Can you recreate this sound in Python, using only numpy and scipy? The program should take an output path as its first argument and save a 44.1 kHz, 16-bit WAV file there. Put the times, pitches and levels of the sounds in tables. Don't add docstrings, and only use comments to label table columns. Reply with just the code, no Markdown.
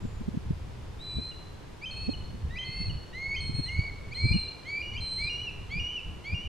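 import sys
import numpy as np
from scipy import signal
from scipy.fft import rfft, irfft
from scipy.io import wavfile
from scipy.ndimage import uniform_filter1d

SR = 44100
rng = np.random.default_rng(int(sys.argv[2]) if len(sys.argv) > 2 else 0)


def materialize(psi):
    bounded = np.clip(np.atleast_2d(psi).T, -1, 1)
    quanta = np.round(bounded * 32767).astype(np.int16)
    wavfile.write(sys.argv[1], SR, quanta)


N = 285768
CLEAN_DB = -48


def high_hawk(run_up_ratio=.6, middle_hz=3148, yelp_ratio=.688, sag_s=.015):
    # time_s, pitch_hz, level_db
    squeals = [
        [(0.988, 3450, -59), (1.0, 3740, -54), (1.02, 3953, -46), (1.046, 4012, -45), (1.166, 3970, -37),
         (1.214, 4060, -45.5), (1.224, 4060, -38), (1.297, 4110, -42)],
        [(1.908, 4306, -41.5), (1.956, 4286, -46.5), (1.972, 4293, -37), (1.99, 4320, -45),
         (2.054, 4360, -41.5), (2.068, 4347, -42), (2.082, 4375, -56), (2.119, 4244, -39)],
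        [(2.646, 4340, -47), (2.702, 4315, -43.5), (2.768, 4407, -40.5), (2.832, 4394, -36), (2.848, 4415, -53),
         (2.858, 4400, -37), (2.88, 4200, -47)],
        [(3.403, 4297, -38.5), (3.497, 4240, -41.5), (3.539, 4212, -50.5), (3.551, 4271, -37.5),
         (3.589, 4277, -35), (3.609, 4286, -42), (3.645, 4240, -37.5), (3.668, 4140, -39.5)],
        [(4.144, 4110, -44), (4.16, 4180, -38.5), (4.182, 4220, -38.5), (4.286, 4160, -33.5),
         (4.386, 4198, -36), (4.398, 4163, -32), (4.43, 4126, -41), (4.46, 4045, -41.5)],
        [(5.003, 4100, -42), (5.007, 4140, -39.5), (5.111, 4084, -34.5), (5.215, 4156, -35.5),
         (5.223, 4132, -39.5), (5.255, 4120, -39), (5.275, 4027, -37)],
    ]
    # run_up_start_s, middle_start_s, lead_in_db, yelp_db, side_tone_db
    transitions = [(0, 0, -60, -45.5, -21.5), (1.812, 1.856, -39, -39.5, -7.5),
                   (2.552, 2.585, -37, -38, -13.5), (3.33, 3.363, -38.5, -39, -23),
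                   (4.108, 4.139, -39, -45.5, -42), (4.93, 4.974, -40, -58, -45)]
    # time_s, brightness_db
    facing = [(1.1, -4.5), (2.0, 0), (2.75, -3), (3.5, 4), (4.3, -2.5), (5.1, 0.5)]
    notes = []
    for squeal, (run_up, middle, lead_db, yelp_db, side_db) in zip(squeals, transitions):
        start, first_hz, _ = squeal[0]
        end, last_hz, last_db = squeal[-1]
        if run_up > 0:
            notes.append(note(run_up, middle - run_up, run_up_ratio * first_hz, lead_db, scoop=.0387,
                              scoop_s=.022, climb=.125, bend=.032, bend_s=.006, soft_db=-17, swell_db=6.5))
            notes.append(note(middle, start - middle, middle_hz, lead_db - .5,
                              climb=.018, bend=.065, bend_s=.0037, swell_db=-3.5, release_db=-7))
        sag = (end + sag_s, last_hz * (1 - .018), last_db - 2.5)
        notes.append([(*point, side_db) for point in [*squeal, sag]])
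        notes.append(note(end + sag_s, .022, yelp_ratio * last_hz, yelp_db,
                          climb=-.039, bend=-.039, bend_s=.0094, release_db=-11.5))
    voice = whistles(notes, facing, side_ratio=3 / 5, jitter=.0021, shimmer_db=.7, side_rough=.74)
    placed = trees(voice, wet_db=-6.5, near_t60=.92, far_db=-11, far_t60=.91, echo_db=-6, spread=.29)
    return placed * gain_of([[-.2], [.1]])


def low_hawk(rasp_db=.5):
    # start_s, end_s, top_hz, level_db, swell_db, upper_end_s, upper_base_hz, crest_rise_hz, upper_db
    cries = [(2.493, 2.863, 2144, -47.5, -2.5, 0, 0, 0, -60),
             (3.127, 3.384, 2264, -36.5, 12.5, 0, 0, -2, -60), (3.657, 3.907, 2302, -37.5, 6, 0, 0, 0, -60),
             (4.15, 4.332, 2373, -37, 7.5, 4.39, 2891, -42, -40.5),
             (4.647, 4.822, 2379, -36.5, 4, 5, 2867.5, 71, -42.5),
             (5.171, 5.294, 2423, -35.5, 3, 5.5, 2834, 103.5, -34.5),
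             (5.694, 5.794, 2446, -34.5, 3, 6, 2855.5, 160.5, -34),
             (6.234, 6.343, 2435, -38.5, 0, 6.5, 2815, 184, -39)]
    # time_s, brightness_db
    facing = [(3.3, -2.5), (4.75, -0.99), (5.8, -1.7)]
    notes = []
    for start, end, hz, db, swell_db, upper_end, base_hz, crest_hz, upper_db in cries:
        if upper_end > end:
            notes.append(note(start, end - start, hz, db, scoop=.135, scoop_s=.026, climb=.06, bend=.031,
                              bend_s=.0096, soft_db=-29.5, swell_db=swell_db, rasp_db=rasp_db))
            notes.append(upper_register(end, upper_end, base_hz, crest_hz, upper_db))
        else:
            notes.append(note(start, end - start, hz, db, scoop=.115, scoop_s=.031, climb=.07,
                              bend=-.12, bend_s=.01866, soft_db=-16, swell_db=swell_db,
                              release_db=-15.5, rasp_db=rasp_db))
    voice = whistles(notes, facing, side_ratio=3 / 2, jitter=.0033, shimmer_db=1.54, side_rough=.36)
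    placed = trees(voice, wet_db=-6.5, near_t60=.47, far_db=-5.5, far_t60=1.23, echo_db=-2, spread=.22)
    return placed * gain_of([[-.5], [.4]])


def upper_register(start, end, base_hz, crest_hz, db, crest_db=-7, fall_s=.034, fall_hz=270, fall_db=-5.5):
    s = np.linspace(start, end, num=80)
    through = (s - start) / (end - start)
    crest = np.exp(-((through - .64) / .2) ** 2)
    fall = np.maximum(1 - (end - s) / fall_s, 0)
    pitch = base_hz + crest_hz * crest - fall_hz * fall
    level = db + crest_db * crest + fall_db * fall ** 2
    return np.transpose([s, pitch, level, np.full_like(s, CLEAN_DB)])


def note(start, length, hz, db, scoop=0, scoop_s=.02, climb=0, bend=0, bend_s=.01,
         soft_db=0, swell_db=0, release_db=0, rasp_db=CLEAN_DB):
    t = np.linspace(0, length, num=80)
    through = t / length
    onset, ending = np.exp(-t / scoop_s), np.exp((t - length) / bend_s)
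    pitch = hz * (1 - scoop * onset - climb * (1 - through) + bend * ending)
    level = db + soft_db * onset ** 2 + swell_db * (through - .5) + release_db * ending
    side_db = np.maximum(rasp_db - 580 * t, CLEAN_DB)
    return np.transpose([start + t, pitch, level, side_db])


def whistles(notes, facing, side_ratio, jitter, shimmer_db, side_rough, press_db=3, patchy_db=3):
    # pitch_hz, step_per_harmonic_db
    purity = [(1800, -9.5), (2200, -12), (2500, -20), (3000, -24.5), (4200, -24.5)]
    throat = [0, 1, -4, -5.5]
    out = np.zeros(N)
    waver, flutter, slip, patches = (wander(N, hz) for hz in (260, 110, 140, 24))
    for contour in notes:
        s, *columns = np.transpose(contour)
        at = np.arange(max(round(s[0] * SR), 0), min(round(s[-1] * SR), N))
        hz, db, side_db = (np.interp(at / SR, s, column) for column in columns)
        phase = 2 * np.pi * np.cumsum(hz * (1 + jitter * waver[at])) / SR
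        pitch_slope = np.gradient(np.log(hz)) * SR
        pressing = np.tanh(uniform_filter1d(pitch_slope, size=600) / 2)
        facing_db = np.interp(at / SR, *np.transpose(facing))
        rolloff = gain_of(curve_at(purity, hz) + facing_db + press_db * pressing)
        tone = sum(gain_of(trim) * rolloff ** k * np.sin((k + 1) * phase) for k, trim in enumerate(throat))
        side_phase = side_ratio * phase + side_rough * slip[at]
        side_tone = np.sin(side_phase) + gain_of(-23.5) * np.sin(side_phase + phase)
        tone += gain_of(side_db + patchy_db * patches[at]) * side_tone
        t = np.arange(len(at)) / SR
        edge = np.clip(np.minimum(t / .003, t[::-1] / .005), 0, 1)
        fade = np.sin(np.pi / 2 * edge) ** 2
        add(out, s[0], np.sqrt(2) * gain_of(db + shimmer_db * flutter[at]) * fade * tone)
    return out


def small_bird():
    # time_s, brightness_db
    facing = [(0, -6)]
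    call = note(start=.015, length=.2, hz=6900, db=-73, scoop=-.0194, climb=-.06, swell_db=-4)
    voice = whistles([call], facing, side_ratio=1 / 2, jitter=.012, shimmer_db=2, side_rough=.3)
    return trees(voice, wet_db=-1, near_t60=.62, far_db=-20, far_t60=.9, echo_db=-1.5, spread=.6)


def trees(voice, wet_db, near_t60, far_db, far_t60, echo_db, spread):
    # delay_s, relative_level_db
    echoes = [(0.021, -21.5), (0.046, -23.5), (.072, -13), (.103, -44), (0.137, -26.5)]
    t = np.arange(SR) / SR
    scatter = rng.standard_normal((2, SR)) * (rng.random((2, SR)) < 1500 / SR)
    decay = np.hypot(gain_of(-60 * t / near_t60), gain_of(far_db - 60 * t / far_t60))
    mid, side = scatter * decay * (1 - np.exp(-t / .0032))
    tail = np.array([mid + spread * side, mid - spread * side])
    tail *= gain_of(wet_db) / np.linalg.norm(tail[0])
    for delay, db in echoes:
        tail[:, round(delay * SR)] += gain_of(db + echo_db)
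    return voice + signal.fftconvolve(voice[None], tail, axes=1)[:, :N]


def buffets(glide=.208, port_lag_s=.00064, rough=.38):
    # centre_s, peak_db, ring_hz, half_length_s, left_minus_right_db, steepening_db
    eddies = [(0.047, -27.5, 201.2, 0.012, 5, -10.5), (.213, -28, 210, .006, 1, -21),
              (.285, -23, 201, 0.0052, -5, -15), (0.347, -28, 230, 0.0076, -3, -17),
              (0.373, -23, 164, 0.0061, 0, -21), (0.509, -17.5, 143.7, 0.0057, -1.5, -8),
              (0.903, -34, 75, .01, 0, -15), (1.171, -27, 60.3, 0.021, 0, -5),
              (1.189, -24.5, 218.2, .008, 7, -9.5), (2.092, -15.5, 243.4, .007, -5.5, -9),
              (2.346, -31, 195, 0.0059, -4.5, -11), (2.446, -26.5, 66, 0.011, -1, -11),
              (2.693, -29, 114, 0.0055, 0, -15), (2.811, -28.5, 86, 0.02, 1, -5),
              (2.89, -27, 102, 0.017, 4, -15), (3.5, -23.5, 130, .006, -3, -9),
              (3.546, -28, 109, .007, 6, -20), (3.595, -20.5, 131.7, 0.0074, 6, -10),
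              (3.793, -16.5, 99.4, 0.00551, -2, -13), (4.25, -12.5, 109.1, 0.012, -2, -13),
              (4.317, -15, 87.6, 0.0093, 4, -9), (4.354, -14, 173.6, 0.011, 0.5, -27),
              (5.258, -31, 74, .01, -5, -12), (5.765, -29, 151, .008, -0.5, -18),
              (5.814, -26.5, 93.5, .012, 2, -12.5), (6.339, -24, 86.8, 0.0083, 0, -12)]
    out, grain = np.zeros((2, N)), wander(N, 191)
    for s, db, hz, half_s, pan_db, steep_db in eddies:
        turn, heading = rng.random(2)
        u = np.arange(-5 * half_s, 5 * half_s, 1 / SR) / half_s
        phase = 2 * np.pi * (np.cumsum(hz * np.exp(glide * np.tanh(u))) / SR + turn)
        shape = signal.windows.tukey(len(u), .5) / np.cosh(np.pi / 2 * u)
        swell = gain_of(db) * shape * (1 + rough * grain[round(s * SR):][:len(u)])
        port_phase = np.sign(heading - .5) * 2 * np.pi * hz * port_lag_s
        start = s + u[0] * half_s
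        skip = max(round(-start * SR), 0)
        for port, sign in zip(out, (1, -1)):
            swing = phase + sign * port_phase
            steepened = np.sin(swing + 2 * gain_of(steep_db) * shape * np.sin(swing))
            thump = swell * steepened * gain_of(sign * pan_db / 2)
            add(port, start, thump[skip:])
    return out


def wind(lumpy_db=1):
    # time_s, level_db
    breeze = [(0.0, -45), (0.05, -40.5), (0.43, -43), (0.5, -24), (0.56, -44), (1.84, -51.5), (2.06, -39.5),
              (2.54, -40), (2.65, -51), (2.89, -31.5), (3.07, -49.5), (3.59, -37.5), (3.63, -42.5),
              (3.79, -37.5), (4.0, -46), (4.2, -42), (4.24, -24), (4.33, -33), (4.55, -59), (5.03, -38),
              (5.05, -50), (5.27, -41), (5.31, -52), (5.74, -43), (5.81, -34), (5.87, -48), (6.04, -51.5),
              (6.08, -38), (6.26, -54), (6.33, -35.5), (6.44, -47), (6.48, -36)]
    # frequency_hz, density_db
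    spectrum = [(12, 0.5), (35, 0), (80, 3.5), (130, -4.5), (200, -13), (300, -27), (500, -38.5),
                (1000, -70)]
    rumble = noise_pair(spectrum, likeness=[(30, 1), (80, .93), (160, .44), (400, .28)])
    breeze_db = np.minimum(np.interp(np.arange(N) / SR, *np.transpose(breeze)), -35.5)
    return rumble * gain_of(breeze_db + 2.5 + lumpy_db * wander(N, 14))


def outdoor_wash(level_db=-48.5):
    # frequency_hz, density_db
    spectrum = [(59, -38.5), (100, -2.5), (253, -11), (420, -10), (588, -16), (790, -17.5), (976, -16),
                (1280, -21), (2860, -26), (3460, -27), (4270, -29.5), (4950, -31), (10400, -41.5),
                (13600, -48), (15500, -66)]
    # frequency_hz, correlation
    likeness = [(60, 0.93), (250, 0.12), (600, 0.19), (1500, 0.33), (4000, 0.31), (12000, 0.23)]
    return gain_of(level_db) * noise_pair(spectrum, likeness)


def noise_pair(spectrum, likeness):
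    hz = np.fft.rfftfreq(N, 1 / SR)
    mid, side = rfft(rng.standard_normal((2, N))) * gain_of(curve_at(spectrum, hz))
    shared = np.clip(curve_at(likeness, hz), 0, .999)
    mid, side = mid * np.sqrt(1 + shared), side * np.sqrt(1 - shared)
    return unit_rms(irfft(np.array([mid + side, mid - side]), N))


def wander(size, hz):
    f = np.fft.rfftfreq(N, 1 / SR)
    return unit_rms(irfft(rfft(rng.standard_normal(N)) / (1 + (f / hz) ** 2) ** 2, N))[:size]


def gain_of(db):
    return 10 ** (np.asarray(db) / 20)


def unit_rms(x):
    return x / np.sqrt(np.mean(x ** 2) + 1e-20)


def curve_at(points, hz):
    f, value = np.transpose(points)
    return np.interp(np.log(hz + 1), np.log(f + 1), value)


def add(mix, s, sound):
    part = mix[max(round(s * SR), 0):][:len(sound)]
    part += sound[:len(part)]


def scene():
    return high_hawk() + low_hawk() + small_bird() + buffets() + wind() + outdoor_wash()


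def record(dry, edge_hz=15400):
    faded = dry * signal.windows.tukey(N, .002)
    lowpass = signal.firwin(511, edge_hz, window=("kaiser", 9), fs=SR)
    return signal.oaconvolve(faded, lowpass[None], "same")


dry = scene()
out = record(dry)
materialize(out)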